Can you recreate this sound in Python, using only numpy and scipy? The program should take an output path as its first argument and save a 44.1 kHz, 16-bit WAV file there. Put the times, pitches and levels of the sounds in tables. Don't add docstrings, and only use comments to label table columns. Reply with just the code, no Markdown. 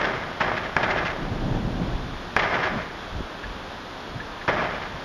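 import sys
import numpy as np
from scipy import signal
from scipy.fft import rfft, irfft, next_fast_len
from scipy.io import wavfile

SR = 44100
rng = np.random.default_rng(int(sys.argv[2]) if len(sys.argv) > 2 else 0)


def store_wav(level_fs):
    pcm = np.round(np.clip(np.atleast_2d(level_fs), -1, 1) * 32767)
    wavfile.write(sys.argv[1], SR, pcm.T.astype(np.int16))


N = 222382
TIME = np.arange(N) / SR


def gain_of(db):
    return 10 ** (np.asarray(db) / 20)


def evened(x):
    return x / np.sqrt(np.mean(x ** 2) + 1e-20)


def coloured(x, points, tilt_db=0):
    size = next_fast_len(N)
    hz = np.fft.rfftfreq(size, 1 / SR) + 1
    f, db = np.transpose(points)
    spectrum_db = np.interp(np.log(hz), np.log(f), db) + tilt_db * np.log2(hz)
    return evened(irfft(rfft(x, size) * gain_of(spectrum_db), size)[:N])


def wander(rate_hz):
    size = next_fast_len(N)
    hz = np.fft.rfftfreq(size, 1 / SR)
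    slow = (hz > 0) / (1 + (hz / rate_hz) ** 4)
    return evened(irfft(rfft(rng.standard_normal(N), size) * slow, size)[:N])


def arrivals(per_s, spread_db):
    size = gain_of(spread_db * np.minimum(rng.exponential(1, N), 4))
    sign = rng.choice([-1., 1.], N)
    return size * sign * (rng.random(N) < per_s / SR)


def packet(s, length, fade):
    age = TIME - s
    return np.clip(age / 0.00036, 0, 1) * np.exp(-np.maximum(age - length, 0) / fade)


def low_pass(x, edge_hz):
    return signal.oaconvolve(x, signal.firwin(255, edge_hz, window=("kaiser", 8), fs=SR), "same")


def strikes(rows):
    out = np.zeros(N)
    for s, db in rows:
        out[round(s * SR)] = gain_of(db)
    return out


def pressure_spike(t, width):
    u = t / width - 1
    return u * np.exp((1 - u ** 2) / 2)


# f/Hz, level/dB per Hz
RAIN_SPECTRUM = [(15, -35), (25, 1.5), (51, -7), (87, -5), (157, -7.5), (185, -5), (213, -5), (510, -6.5),
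                 (560, -7), (661, -6.5), (919, -6), (1620, -9.5), (2050, -16.5), (3600, -17), (6970, -34),
                 (9060, -58), (15300, -120)]
RAIN_DB, DROPS_DB, DROPS_PER_S = -35.5, -47, 700


def rain():
    wash = coloured(rng.standard_normal(N), RAIN_SPECTRUM) * gain_of(0.41 * wander(rate_hz=5.3))
    drops = coloured(arrivals(DROPS_PER_S, spread_db=5.0), RAIN_SPECTRUM, tilt_db=-1.0)
    return gain_of(RAIN_DB) * wash + gain_of(DROPS_DB) * drops


# peak t/s, rumble level/dB and flutter level/dB before trim and wander, rise/s, fall/s
GUSTS = [(1.235, -34, -29.5, 0.084, 0.04), (1.325, -38, -31, 0.076, 0.048), (1.47, -27, -25, 0.14, 0.06),
         (1.55, -25.5, -24, 0.046, 0.08), (1.67, -26.5, -24, 0.052, 0.095),
         (1.815, -30, -25.5, 0.06, 0.048), (1.885, -27, -29, 0.045, .07), (1.98, -30.5, -33, 0.048, 0.27),
         (2.762, -32, -27, 0.048, 0.027), (2.82, -38, -40, 0.038, 0.045), (3.195, -26, -36.5, 0.092, 0.052),
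         (3.491, -35.5, -45, 0.077, 0.12), (4.14, -40, -40.5, 0.057, 0.14), (4.945, -40, -41, 0.041, 0.043)]
# f/Hz, level/dB per Hz
RUMBLE_SPECTRUM = [(12, -21), (28, 5.5), (65, -3.5), (105, -6.5), (180, -13.5), (400, -60)]
FLUTTER_SPECTRUM = [(50, -44), (110, -0.5), (190, -0.5), (300, -2.5), (430, -12.5), (800, -14),
                    (2000, -51.5)]
RASP_SPECTRUM = [(170, -22), (300, 9), (560, 1), (800, -9), (1500, -27)]
GUST_DROP_DB, GUST_SHAPE = 9.5, 1.9
RASP_DB, RASP_GROWTH = -42.5, 2.6


def wind():
    rumble = coloured(rng.standard_normal(N), RUMBLE_SPECTRUM) * gain_of(-1.0 + 0.42 * wander(rate_hz=7.3))
    flutter = coloured(rng.standard_normal(N), FLUTTER_SPECTRUM) * gain_of(-2.4 + 0.36 * wander(rate_hz=20))
    rasp = coloured(arrivals(250, spread_db=3.5), RASP_SPECTRUM)
    push, stir = np.zeros((2, N))
    for s, rumble_db, flutter_db, rise, fall in GUSTS:
        away = np.maximum((s - TIME) / rise, (TIME - s) / fall)
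        swell = gain_of(-GUST_DROP_DB * away ** GUST_SHAPE)
        push += swell * gain_of(rumble_db)
        stir += swell * gain_of(flutter_db)
    rasp_level = gain_of(RASP_DB) * (stir / stir.max()) ** RASP_GROWTH
    return push * rumble + stir * flutter + rasp_level * rasp


# centre t/s, level/dB, f/Hz, half length/s
BUFFETS = [(1.231, -27, 258, .012), (1.32, -20, 101, 0.0086), (1.518, -20, 130, 0.0071),
           (1.55, -21, 342, 0.002), (1.658, -25, 60, 0.012), (1.822, -22.5, 173, 0.017),
           (1.886, -24, 70, 0.0061), (1.952, -18, 45, 0.01), (2.77, -21.5, 209, 0.0088),
           (3.195, -25.5, 54.6, 0.011), (3.208, -19.5, 286, 0.0018), (4.162, -23.5, 126, 0.0076),
           (4.95, -33.5, 151, 0.016)]


def buffets():
    out = np.zeros(N)
    for s, db, hz, length in BUFFETS:
        swing = np.sin(2 * np.pi * hz * (TIME - s))
        out += gain_of(db) * swing * np.exp(-((TIME - s) / length) ** 2)
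    return out


# t/s, level/dB before the mix, f/Hz, t60/s after the hold, note gain/dB
DRIPS = [(3.436, -32.5, 1740, 0.065, 0), (4.003, -42, 3950, 0.018, -8), (4.2, -33.5, 1770, 0.07, 4.5),
         (4.412, -30, 1750, 0.05, -14)]
DRIP_GLIDE, DRIP_GLIDE_S = 0.14, 0.0043


def drips():
    out = np.zeros(N)
    for s, db, hz, t60, note_db in DRIPS:
        body = signal.iirpeak(hz, 2.4, fs=SR)
        splat = evened(signal.lfilter(*body, signal.lfilter(*body, rng.standard_normal(N))))
        pitch = hz * (1 - DRIP_GLIDE * np.exp(-np.maximum(TIME - s, 0) / DRIP_GLIDE_S))
        note = np.sin(2 * np.pi * np.cumsum(pitch) / SR)
        mix = 0.58 * splat + gain_of(note_db) * note
        out += gain_of(db) * mix * packet(s, 0.007, fade=t60 / np.log(1000))
    return out


# t/s, level/dB before the near ring, hold/s
ECHOES = [(0.009, -26.5, 0.007), (0.044, -28, 0.012), (0.401, -32.5, 0.044), (0.568, -27.5, 0.014),
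          (0.633, -35.5, 0.03), (0.831, -25, 0.013), (0.903, -26, 0.013), (0.973, -29.5, 0.018),
          (1.052, -28, 0.029), (1.101, -33.5, 0.016), (2.392, -23, 0.0095), (2.421, -29, 0.024),
          (2.541, -29, 0.0075), (2.632, -27.5, 0.013), (2.653, -31.5, 0.022), (2.816, -37, 0.012),
          (4.6, -38, 0.021), (4.64, -34, 0.013), (4.745, -37.5, 0.022), (4.82, -37, 0.017),
          (4.85, -42, .014)]
# f/Hz, level/dB per Hz
SLAP_SPECTRUM = [(100, -27), (400, -10), (1000, -3.5), (1700, 2), (2250, -1.5), (2870, -6), (3300, -9),
                 (4420, -16), (5300, -20), (6970, -31), (9060, -57)]


def echoes():
    slap = coloured(arrivals(2000, spread_db=1.5), SLAP_SPECTRUM)
    return slap * sum(gain_of(db) * packet(s, length, fade=0.0073) for s, db, length in ECHOES)


# t/s, peak level/dB
SNAPS = [(0.016, -22), (0.517, -9), (0.841, -13), (2.423, -17.5), (2.471, -20), (2.535, -11.5),
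         (2.577, -16), (2.670, -15), (4.532, -23), (4.569, -17)]
SNAP_WIDTH_S = 0.00022


def snaps():
    t = np.arange(-100, 101) / SR
    return signal.oaconvolve(strikes(SNAPS), pressure_spike(t, SNAP_WIDTH_S), "same")


# f/Hz, width/Hz, lift/dB of each resonance alone
NEAR_RING = [(385, 40, 3), (631, 50, 3.5), (1215, 40, 4.5), (1513, 30, 4), (1662, 45, 5), (1777, 22, 4.5),
             (1936, 25, 3), (2094, 34, 6), (2386, 22, 4.5), (3147, 60, 3.5), (5224, 28, 5)]


def ringing(x):
    out = x.copy()
    for hz, width, db in NEAR_RING:
        resonance = signal.lfilter(*signal.iirpeak(hz, hz / width, fs=SR), x)
        out += (gain_of(db) - 1) * resonance
    return out


# t/s, burst level/dB and burst hold/s, then tail level/dB before clumping, tail hold/s,
# tail fall/dB per s, tail brightness/dB per octave; levels are before the near ring
BANGS = [(-0.05, -26, 0.021, -24, 0.12, 43.5, 0), (0.405, -19.5, 0.015, -24.5, 0.079, 41, -0.4),
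         (0.768, -24.5, 0.014, -24, 0.21, 48, -0.5), (2.367, -21.5, 0.0087, -23.5, 0.25, 48.5, 0.2),
         (4.478, -18.5, 0.019, -24.5, 0.15, 47.5, -0.13)]
# f/Hz, level/dB per Hz
SCATTER_SPECTRUM = [(18, -40), (30, -2), (65, -6), (178, -1.5), (274, -7), (385, -3.5), (432, -5.5),
                    (636, -2), (1350, -5.5), (1700, -6.5), (2250, -12), (2870, -18.5), (3210, -20.5),
                    (4420, -31.5), (5300, -31), (6970, -47), (9060, -74), (15300, -120)]


def bangs():
    clumps = gain_of(-0.95 + 0.5 * wander(rate_hz=67))
    out = np.zeros(N)
    for s, burst_db, length, tail_db, hold, fall, bright in BANGS:
        near = coloured(arrivals(5000, spread_db=1.5), SCATTER_SPECTRUM, tilt_db=0.5)
        near = evened(np.tanh(0.6 * near))
        early = coloured(arrivals(3000, spread_db=2.0), SCATTER_SPECTRUM, tilt_db=0.6 + bright)
        late = coloured(arrivals(3500, spread_db=3.5), SCATTER_SPECTRUM, tilt_db=-0.1 + bright)
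        age = np.maximum(TIME - s, 0)
        far = 1 - np.exp(-(age / (hold + 0.11)) ** 2)
        level = gain_of(tail_db - fall * np.maximum(age - hold, 0)) * (1 - np.exp(-age / 0.011))
        out += gain_of(burst_db) * packet(s, length, fade=0.0096) * near
        out += level * clumps * (np.sqrt(1 - far) * early + np.sqrt(far) * late)
    return out


# t/s, level/dB of the main spike alone
SHOCKS = [(0.7667, -3), (2.3657, -2)]
# f/Hz, level/dB beside the spike before the rise, t60/s, rise/s
SHOCK_MODES = [(263, -15, 0.016, 0.00055), (1700, 1.5, 0.016, 0.0021), (2400, -2, .006, 0.00046)]
SHOCK_WIDTH_S, SHOCK_LEAD_S = 0.00014, 0.00114
SHOCK_FRONT_DB, CRACK_DB, CRACK_T60_S = -7.5, -21, 0.0024


def shocks():
    t = np.arange(-1000, 1001) / SR
    age, lead_age = np.maximum(t, 0), np.maximum(t + SHOCK_LEAD_S, 0)
    front = -gain_of(SHOCK_FRONT_DB) * np.exp(-((t + SHOCK_LEAD_S) / 0.00025) ** 2)
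    crack_band = signal.butter(2, [3300, 5000], "band", fs=SR)
    grit = evened(signal.lfilter(*crack_band, rng.standard_normal(len(t))))
    crack = grit * (lead_age > 0) * gain_of(CRACK_DB - 60 * age / CRACK_T60_S)
    ring = np.zeros(len(t))
    for hz, db, t60, rise in SHOCK_MODES:
        swell = gain_of(db - 60 * age / t60) * (1 - np.exp(-age / rise))
        ring += np.sin(2 * np.pi * hz * age) * swell
    shock = front + crack + pressure_spike(t, SHOCK_WIDTH_S) - ring
    return signal.oaconvolve(strikes(SHOCKS), shock, "same")


def scene():
    background = rain() + wind() + buffets() + drips()
    scattered = ringing(bangs() + echoes()) + snaps()
    return (background + scattered + shocks())[None]


# f/Hz, width/Hz, lift/dB before an overall trim
HOUSING = [(590, 150, 0.5), (1720, 86, 1), (2020, 660, 1.5), (3350, 320, 3), (5330, 1700, 2.5)]
# f/Hz, level/dB per Hz
HISS_SPECTRUM = [(7800, -17.5), (8700, 1.5), (11000, 4), (13500, -4), (15000, -9.5)]
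MIC_HISS_DB, PEAK_TICK_DB = -69, -77
VOICE_BAND_HZ, EDGE_HZ = 7350, 14800


def record(dry):
    hz = np.fft.rfftfreq(N, 1 / SR)
    lift_db = sum(db / (1 + (2 * (hz - centre) / width) ** 2) for centre, width, db in HOUSING)
    heard = irfft(rfft(dry[0]) * gain_of(lift_db - 1.61), N)
    squeezed = heard / (1 + (heard / 0.72) ** 6) ** (1 / 6)
    hiss = gain_of(MIC_HISS_DB) * coloured(rng.standard_normal(N), HISS_SPECTRUM)
    peak_noise = (heard - squeezed) * rng.standard_normal(N)
    tick = gain_of(PEAK_TICK_DB) * coloured(peak_noise, HISS_SPECTRUM)
    return low_pass(low_pass(squeezed, VOICE_BAND_HZ) + hiss + tick, EDGE_HZ)[None]


dry = scene()
out = record(dry)
store_wav(out)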